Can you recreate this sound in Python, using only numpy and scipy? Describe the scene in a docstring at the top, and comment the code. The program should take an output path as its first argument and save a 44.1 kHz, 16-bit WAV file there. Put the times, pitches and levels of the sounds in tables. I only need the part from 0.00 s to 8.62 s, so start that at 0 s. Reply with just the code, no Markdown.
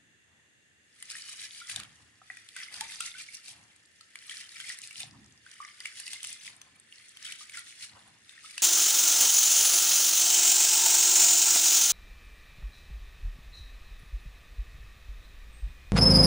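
"""A muffled rumble stirs over the faint hiss of a small kitchen: two hands scoop rice through the water
in a plastic colander bowl. Again and again they lift a dripping handful and rub it between the palms.
Wet grains crunch by friction, air pockets burst and squelch, and falling water traps bubbles that ring
as tiny resonators. Fingers now and then knock the bowl; bowl, counter and walls add short reflections."""
import sys
import numpy as np
from scipy import signal
from scipy.fft import rfft, irfft, next_fast_len
from scipy.io import wavfile
from scipy.ndimage import map_coordinates

SR = 44100
rng = np.random.default_rng(int(sys.argv[2]) if len(sys.argv) > 2 else 0)


def digitize_waveform(pressure):
    """Quantize a signal to 16-bit integers and store it at the path in sys.argv[1].

    Rows of a 2-D input are taken as channels; values are limited to [-1, 1].
    """
    field = np.atleast_2d(pressure).T
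    bounded = np.clip(field, -1, 1)
    quanta = np.round(bounded * 32767).astype(np.int16)
    wavfile.write(sys.argv[1], SR, quanta)


N = 380141

# Spectral envelopes: f/Hz, gain/dB
ROOM_SPECTRUM = [(20, -40), (40, -34), (60, -25), (80, -3), (108, -7), (135, -11.5), (320, -7), (600, -13),
                 (1100, -21), (2000, -9.5), (3600, -14), (5600, -20), (7400, -13), (11500, -25)]
GRIND_SPECTRUM = [(250, -26), (450, -7), (600, -3), (740, 3), (880, 2), (1100, 3.5), (1600, -4),
                  (3000, -66)]
SPRAY_SPECTRUM = [(500, -15.5), (1500, -2), (3000, 7), (6000, 2), (9000, 6.5), (12000, -5.5)]
CHURN_SPECTRUM = [(700, -51), (1050, -16.5), (1300, -5), (1600, -4), (2000, 2.5), (2600, -1.5), (3500, 6.5),
                  (6000, -31)]
CRUNCH_SPECTRUM = [(500, -27), (1200, -31), (2000, -4.5), (3200, -5), (5000, -1.5), (7200, -2.5), (8500, 2),
                   (10500, 3), (12000, -13.5)]
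# Resonances of the background whir and of the bowl on the counter: f/Hz, half-width/Hz, gain/dB
WHIR_MODES = [(1800, 190, -2.5), (2765, 100, -7), (3455, 160, -12.5), (6160, 60, -17), (6630, 134, -11.5)]
BOWL_MODES = [(79, 6, -1), (110, 11, 2), (150, 13, -3), (209, 32, -3.5), (297, 41, -7.5)]
# Likeness of left and right: f/Hz, correlation
ROOM_COHERENCE = [(60, 0.0077), (170, 0.27), (500, 0.26), (1450, -0.063), (4180, 0.046), (12100, -0.11)]
BOWL_COHERENCE = [(120, 0.93), (350, 0.62)]
GRIND_COHERENCE = [(700, 0.53)]
SPRAY_COHERENCE = [(2000, 0.78), (9000, 0.091)]
# Reverberation time of the kitchen: f/Hz, T60/s
WALL_DECAY = [(150, 0.43), (1500, 0.32), (5000, 0.16), (12000, 0.07)]
# Event levels below are relative: each source adds its own gain.
# Hands or a fallen clump plough through submerged rice: t/s, length/s, rumble/dB, grinding/dB
SCOOP_MOVES = [(0.0, 0.021, -65.5, -83), (0.3, 0.034, -73, -78.5), (1.765, 0.024, -56.5, -66),
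               (2.0, 0.039, -66.5, -76.5), (2.74, 0.078, -64.5, -61.5), (3.52, 0.11, -67, -71),
               (5.03, 0.046, -59, -67), (5.13, 0.12, -57.5, -75), (6.47, 0.013, -64, -70),
               (6.64, 0.087, -70, -73.5), (7.93, 0.026, -62.5, -64), (8.08, 0.029, -65.5, -73)]
# Fingers bump the submerged wall: t/s, level/dB
FINGER_BUMPS = [(1.772, -48.5), (2.216, -55.5), (2.302, -53.5), (3.489, -60), (5.012, -59), (5.037, -49)]
# Large bubbles trapped by falling drops and clumps: t/s, level/dB, f/Hz, decay/cycles
LARGE_BUBBLES = [(1.026, -43, 1960, 9.6), (1.153, -34, 1820, 4.6), (1.439, -48, 1674, 14.3),
                 (1.615, -40.5, 1380, 10.3), (2.216, -48, 1250, 4.3), (2.301, -29, 1890, 3.9),
                 (2.37, -40.5, 1820, 6.1), (2.563, -37, 1518, 11), (2.683, -39.5, 2078, 6.6),
                 (2.812, -36.5, 864, 9.1), (2.895, -42, 2043, 8.1), (3.005, -33.5, 1345, 7.8),
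                 (3.14, -40.5, 2124, 6.8), (3.149, -42.5, 1470, 12.7), (3.287, -38.5, 2152, 7),
                 (4.008, -56.5, 1280, 10), (4.156, -33.5, 2040, 2.3), (4.313, -34, 1875, 6.7),
                 (4.6, -39.5, 1508, 4.44), (4.64, -39.5, 2056, 10.7), (4.7, -31, 1896, 5.5),
                 (4.909, -42.5, 2230, 11), (5.464, -42, 1512, 5.5), (5.602, -33, 1163, 8.3),
                 (5.629, -40, 1940, 5), (5.649, -35, 1980, 3.9), (5.808, -38, 1940, 5.1),
                 (5.856, -26, 2210, 4.8), (6.158, -41, 2060, 10.1), (7.409, -47.5, 1201, 9),
                 (7.542, -37, 2016, 9), (7.572, -40.5, 1373, 10), (8.378, -42.5, 1840, 5.8),
                 (8.444, -45, 1250, 7.7)]
# Loud air pockets bursting between the palms: t/s, level/dB, f/Hz, spray/dB re that level
AIR_POCKETS = [(1.0252, -21.5, 9700, -17), (1.101, -27, 5200, -9), (1.1105, -28, 4720, -10),
               (1.4507, -27, 5590, -22), (1.697, -26, 2600, -6.5), (1.7609, -20.5, 3880, -8.5),
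               (1.7997, -30, 7260, -4.5), (1.8336, -39, 3420, -2.5), (2.37, -43, 2460, -2.5),
               (2.4882, -33.5, 4370, -11.5), (2.5644, -31, 2710, -4.5), (2.6329, -26, 5400, -29),
               (2.809, -23.5, 3635, -3), (3.0056, -16.5, 8900, -12), (3.116, -31, 3630, -22),
               (4.0095, -34, 4400, -17), (4.156, -31, 2310, -9.5), (4.295, -28.5, 3230, -12.5),
               (4.6017, -26, 3240, -17), (4.6934, -33, 3034, -3), (4.7873, -24.5, 10800, -17.5),
               (4.909, -36, 2770, -7), (5.004, -21.5, 8660, -14), (5.5142, -34, 5900, -12),
               (5.8036, -25.5, 5020, -14), (5.856, -26, 2880, -8.5), (6.0004, -29, 10900, -11),
               (6.066, -26, 4950, -17), (6.0783, -28, 2710, -11), (6.1323, -25, 3320, -8),
               (6.2302, -27.5, 9620, -6.5), (6.2422, -31, 8300, -2), (6.2466, -30.5, 5730, -3.5),
               (6.6152, -33, 6230, -10), (6.7985, -32, 8800, -28), (6.9242, -32.5, 2950, -25),
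               (7.171, -35, 3080, -6.5), (7.3223, -31.5, 3090, -2), (7.4957, -36, 2270, -7),
               (8.2926, -35, 3735, -14), (8.5792, -22, 2730, -6.5)]
# A lifted handful trickles: t/s, length/s, grains/dB, water/dB
LIFTED_HANDFULS = [(1.0, .72, -61, -61), (2.298, 1.17, -61.5, -61), (3.99, 0.018, -66.5, -72),
                   (4.198, .65, -58.5, -57.5), (5.49, .85, -59, -56.5), (6.95, .93, -60, -59.5),
                   (8.312, .31, -59.5, -56.5)]
# One palm slides over the other: t/s, length/s, grains/dB, water/dB
PALM_STROKES = [(1.107, 0.082, -47.5, -52), (1.242, 0.096, -48.5, -53.5), (1.399, 0.054, -45.5, -51.5),
                (1.54, 0.05, -47.5, -58), (1.705, 0.016, -42.5, -42.5), (1.773, 0.037, -52, -45),
                (2.588, 0.045, -48.5, -44.5), (2.737, 0.12, -48.5, -50), (2.899, 0.05, -46, -52),
                (3.022, .056, -44, -51.5), (3.18, 0.036, -46, -53.5), (3.339, .012, -48.5, -62),
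                (3.475, 0.024, -47, -66), (4.298, 0.055, -51, -50.5), (4.387, 0.025, -46.5, -47),
                (4.518, 0.1, -50.5, -54.5), (4.676, 0.047, -45, -50.5), (4.836, 0.019, -47.5, -76),
                (4.99, 0.026, -44, -58), (5.86, 0.013, -48.5, -47.5), (5.976, 0.023, -47, -53.5),
                (6.067, 0.0087, -45.5, -62), (6.134, 0.013, -42, -61), (6.261, 0.07, -45, -75),
                (6.458, 0.01, -45, -65), (7.248, 0.074, -47, -46.5), (7.4, 0.028, -49, -61),
                (7.55, 0.028, -46, -46.5), (7.688, .013, -49.5, -78), (7.831, 0.0096, -44, -55.5),
                (8.446, 0.096, -53.5, -69), (8.584, .04, -47.5, -57)]

# Times to gain and to lose 20 dB: rise/s, fall/s
SCOOP_RAMPS, HANDFUL_RAMPS, STROKE_RAMPS = (0.08, 0.26), (0.17, 0.77), (0.076, 0.071)
FALLOUT_RUMBLE_DB, FALLOUT_GRIND_DB = -26.5, -31.5  # rice dropping into the bowl, re the crunch
LAPPING_DB = -77  # the water never quite comes to rest
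TOP_HZ = 11800


def amp(db):
    """The decibel scale: 20 dB is a factor of ten in amplitude."""
    return 10 ** (np.asarray(db) / 20)


def unit(x):
    """Normalisation to rms 1."""
    return x / np.sqrt(np.mean(x ** 2) + 1e-20)


def power_sum(*levels_db):
    """Incoherent addition: unrelated sounds add in power; the result is in dB."""
    return 10 * np.log10(sum(amp(db) ** 2 for db in levels_db) + 1e-20)


def along(points, hz):
    """Interpolation of (f/Hz, value) points on a logarithmic frequency axis."""
    f, values = np.transpose(points)
    return np.interp(np.log(hz + 1), np.log(f + 1), values)


def wobble(rate):
    """Random modulation: a smooth curve with `rate` knots a second."""
    return map_coordinates(rng.standard_normal(int(N * rate / SR) + 4), [np.arange(N) * rate / SR])


def filtered(x, response):
    """Linear filtering: the spectrum is multiplied by a frequency response."""
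    size = next_fast_len(N + SR // 4)
    return irfft(rfft(x, size) * response(np.fft.rfftfreq(size, 1 / SR)), size)[..., :N]


def coloured(x, spectrum):
    """Spectral shaping by (f/Hz, gain/dB) points."""
    return filtered(x, lambda hz: amp(along(spectrum, hz)))


def resonant(x, modes):
    """Modal superposition: each mode passes a Lorentzian band."""
    return filtered(x, lambda hz: sum(amp(db) / (1 + ((hz - f) / width) ** 2) for f, width, db in modes))


def spread(pair, coherence):
    """Partial coherence: two independent signals mix as mid and side into left and right."""
    def weights(hz):
        angle = np.arccos(np.clip(along(coherence, hz), -1, 1)) / 2
        return np.array([np.cos(angle), np.sin(angle)])
    mid, side = filtered(pair, weights)
    return np.array([mid + side, mid - side])


def noise(coherence):
    """Partially coherent white noise in stereo."""
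    return spread(rng.standard_normal((2, N)), coherence)


def place(times, rows):
    """Superposition of short sounds, one a row, at their start times."""
    at = np.round(np.abs(times) * SR).astype(int)[:, None] + np.arange(rows.shape[1])
    return np.bincount(at.ravel(), rows.ravel(), N)[:N]


def pings(times, hz, gain, cycles, attack, size, glide=0, lead_ms=0):
    """Damped oscillators, `size` samples long, decaying by 1/e in `cycles`; left leads by lead_ms."""
    channels = []
    for side in (1, -1):
        t = np.maximum(np.arange(size) / SR + side * np.reshape(lead_ms, (-1, 1)) / 2000, 0)
        turns = np.reshape(hz, (-1, 1)) * t
        age = turns / np.reshape(cycles, (-1, 1))
        envelope = np.exp(-age) * (1 - np.exp(-attack * age))
        tone = np.sin(2 * np.pi * turns * (1 + glide * age))
        channels.append(place(times, gain[:, None] * envelope * tone))
    return np.array(channels)


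def swarm(mid_hz, octaves, cycles, scatter_db, scatter_ms, count, size, glide=0):
    """Shot noise: many small pings of random time, pitch, strength and direction."""
    hz = np.clip(mid_hz * 2 ** (octaves * rng.standard_normal(count)), 200, SR / 3)
    gain = amp(scatter_db * np.minimum(rng.exponential(size=count), 4))
    times = rng.random(count) * N / SR
    lead_ms = scatter_ms * rng.standard_normal(count)
    return pings(times, hz, gain, cycles, attack=7.6, size=size, glide=glide, lead_ms=lead_ms)


def swells(moves, rise_s, fall_s):
    """Exponential growth and decay around each held move; one summed dB curve per level column."""
    t = np.linspace(0, N / SR, N // 32)
    start, length, *levels = np.transpose(moves)[:, :, None]
    shape_db = -20 * (np.maximum(start - t, 0) / rise_s + np.maximum(t - start - length, 0) / fall_s)
    return np.array([np.interp(np.arange(N) / SR, t, power_sum(*(db + shape_db))) for db in levels])


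def strays(db, mid_hz, octaves, last_column, count):
    """Stratified random events while the palms press: t/s, level/dB, f/Hz, last_column."""
    start, length = np.transpose(PALM_STROKES)[:2]
    pressed_s = np.cumsum(length)
    moment = (np.arange(count) + rng.random(count)) / count * pressed_s[-1]
    stroke = np.searchsorted(pressed_s, moment)
    times = start[stroke] + pressed_s[stroke] - moment
    loud, high = rng.standard_normal((count, 2)).T
    hz = np.minimum(mid_hz * 2 ** (octaves * high), TOP_HZ)
    return np.column_stack([times, db + 2.5 * loud, hz, np.full(count, last_column)])


def background():
    """Ambient noise: a broad, low room sound and a faint whir of narrow resonances."""
    air = unit(coloured(noise(ROOM_COHERENCE), ROOM_SPECTRUM))
    whir = unit(resonant(noise(ROOM_COHERENCE), WHIR_MODES))
    return amp(-69 + 0.22 * wobble(8.1)) * air + amp(-67.5 + 0.62 * wobble(3.2)) * whir


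def reflections(bowl_db, wall_db):
    """Impulse response: bowl and counter reflect short waves early; the walls add a diffuse tail."""
    hz, t, spectra = signal.stft(rng.standard_normal((2, SR // 3)), SR, nperseg=256)
    decay = amp(-60 * t / along(WALL_DECAY, hz)[:, None])
    tail = signal.istft(spectra * decay * (1 - np.exp(-t / 0.0046)), SR, nperseg=256)[1]
    t = np.arange(tail.shape[1]) / SR
    early = rng.standard_normal(tail.shape) * amp(-60 * t / 0.014) * (1 - np.exp(-t / 0.0017))
    early = signal.sosfilt(signal.butter(2, 2000, "high", fs=SR, output="sos"), early)
    return amp(bowl_db) * early / np.linalg.norm(early[0]) + amp(wall_db) * tail / np.linalg.norm(tail[0])


def room(x, bowl_db, wall_db):
    """Time-varying convolution: the moving hands change the reflections three times a second."""
    hop = SR // 3
    direct = np.pad(x, ((0, 0), (hop, SR)))
    heard = direct.copy()
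    fade = signal.get_window("hann", 2 * hop)
    for at in range(0, N + hop, hop):
        echo = signal.fftconvolve(direct[:, at:at + 2 * hop] * fade, reflections(bowl_db, wall_db), axes=1)
        heard[:, at:at + echo.shape[1]] += echo
    return heard[:, hop:hop + N]


def bowl_rumble(crunch_db):
    """Forced vibration: scooping, falling rice and lapping water drive the bowl's low modes."""
    scoop_db = swells(SCOOP_MOVES, *SCOOP_RAMPS)[0]
    rumble_db = power_sum(scoop_db, crunch_db + FALLOUT_RUMBLE_DB, LAPPING_DB)
    shake = resonant(noise(BOWL_COHERENCE), BOWL_MODES)
    return unit(shake) * amp(rumble_db + 0.85 * wobble(25) - 2.5)


def scooping(crunch_db):
    """Sliding friction: rice grinds over the submerged plastic, muffled by the water."""
    scoop_db = swells(SCOOP_MOVES, *SCOOP_RAMPS)[1]
    grind_db = power_sum(scoop_db, crunch_db + FALLOUT_GRIND_DB)
    scrapes = coloured(noise(GRIND_COHERENCE), GRIND_SPECTRUM)
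    return unit(scrapes) * amp(grind_db + 3.7 * wobble(50))


def knocks():
    """Impact excitation: the water-loaded wall rings with a hollow note and the whole bowl thuds."""
    times, db = np.transpose(FINGER_BUMPS)
    note = pings(times, hz=760, gain=amp(db + 4), cycles=3.8, attack=9.9, size=2600)
    thud_db = db + 2.7 * (db - db.max()) - 3.5  # only a hard bump moves the whole bowl
    thud = pings(times, hz=138, gain=amp(thud_db), cycles=4.2, attack=8.6, size=9000)
    return note + thud


def bubbles():
    """Bubble resonance: trapped air is a spring, water its mass; pitch climbs near the surface."""
    small = strays(db=-46.5, mid_hz=2114, octaves=0.276, last_column=9.7, count=18)
    times, db, hz, cycles = np.vstack([LARGE_BUBBLES, small]).T
    lead_ms = 0.013 * rng.standard_normal(len(times))
    return pings(times, hz, amp(db + 5.5), cycles, attack=3.5, size=2600, glide=0.01, lead_ms=lead_ms)


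def squelches():
    """Cavity resonance: an air pocket leaks, bursts in a spit of spray and rings for a few cycles."""
    small = strays(db=-39, mid_hz=4200, octaves=0.57, last_column=-9, count=22)
    times, db, hz, spray_db = np.vstack([AIR_POCKETS, small]).T
    lead_ms = 0.098 * rng.standard_normal(len(times))
    cavity = pings(times + 0.00054, hz, amp(db - 1.5), cycles=4.7, attack=4.8, size=800,
                   glide=-0.01, lead_ms=lead_ms)
    t = np.arange(SR // 50) / SR - 0.006
    leak = 0.053 * np.exp(-np.abs(t) / 0.00099)
    burst = np.exp(-np.abs(t - 0.0012) / 0.00095)
    hiss = rng.standard_normal((2, len(times), len(t)))
    spits = amp(db + spray_db + 2.5)[:, None] * (leak + burst) * hiss
    spray = coloured(np.array([place(times + t[0], rows) for rows in spits]), SPRAY_SPECTRUM)
    return cavity + spread(spray, SPRAY_COHERENCE)


def handwork():
    """Power addition of trickle and palm strokes gives the levels of grains and of water, in dB."""
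    levels_db = power_sum(swells(PALM_STROKES, *STROKE_RAMPS), swells(LIFTED_HANDFULS, *HANDFUL_RAMPS))
    return levels_db + 0.6 * wobble(24)  # the palms never press evenly


def rubbing(crunch_db, churn_db):
    """Granular friction: wet grains tick in clumps; drops and tiny bubbles ring in the expelled water."""
    ticks = swarm(5870, octaves=0.74, cycles=0.78, scatter_db=3, scatter_ms=0.055, count=36000, size=32)
    snaps = swarm(5800, octaves=0.67, cycles=1.7, scatter_db=5.5, scatter_ms=0.064, count=1000, size=64)
    drips = swarm(4025, octaves=0.612, cycles=11.4, scatter_db=3, scatter_ms=0.053, count=1800, size=400,
                  glide=0.011)
    froth = swarm(2066, octaves=0.486, cycles=4.8, scatter_db=3, scatter_ms=0.039, count=7000, size=300,
                  glide=0.012)
    clumps_db = 1.3 * wobble(110)
    crunch = unit(coloured(ticks, CRUNCH_SPECTRUM)) * amp(crunch_db + clumps_db - 0.78)
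    # wet films keep snapping under a light touch, so they stand out when the rubbing is gentle
    touching = crunch_db > -77
    crackle = unit(coloured(snaps, CRUNCH_SPECTRUM)) * amp(0.85 * crunch_db - 14) * touching
    tinkle = unit(coloured(drips, CRUNCH_SPECTRUM)) * amp(crunch_db - 7)
    churn = unit(coloured(froth, CHURN_SPECTRUM)) * amp(churn_db + clumps_db - 3.5)
    return crunch + crackle + tinkle + churn


def scene():
    """Interaural time and level differences place the washing slightly to the left in the kitchen."""
    crunch_db, churn_db = handwork()
    washing = rubbing(crunch_db, churn_db) + scooping(crunch_db) + knocks() + bubbles() + squelches()
    side, lead_ms = np.array([[1], [-1]]), 0.066
    washing = filtered(washing, lambda hz: np.exp(1j * np.pi * hz * lead_ms / 1000 * side))
    washing *= amp(0.3 * side)
    return room(washing, bowl_db=-4, wall_db=-10.5) + bowl_rumble(crunch_db) + background()


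def record(dry):
    """Band limiting: a steep low-pass removes the treble above TOP_HZ."""
    return filtered(dry, lambda hz: 1 / np.sqrt(1 + (hz / TOP_HZ) ** 90))


dry = scene()
out = record(dry)
digitize_waveform(out)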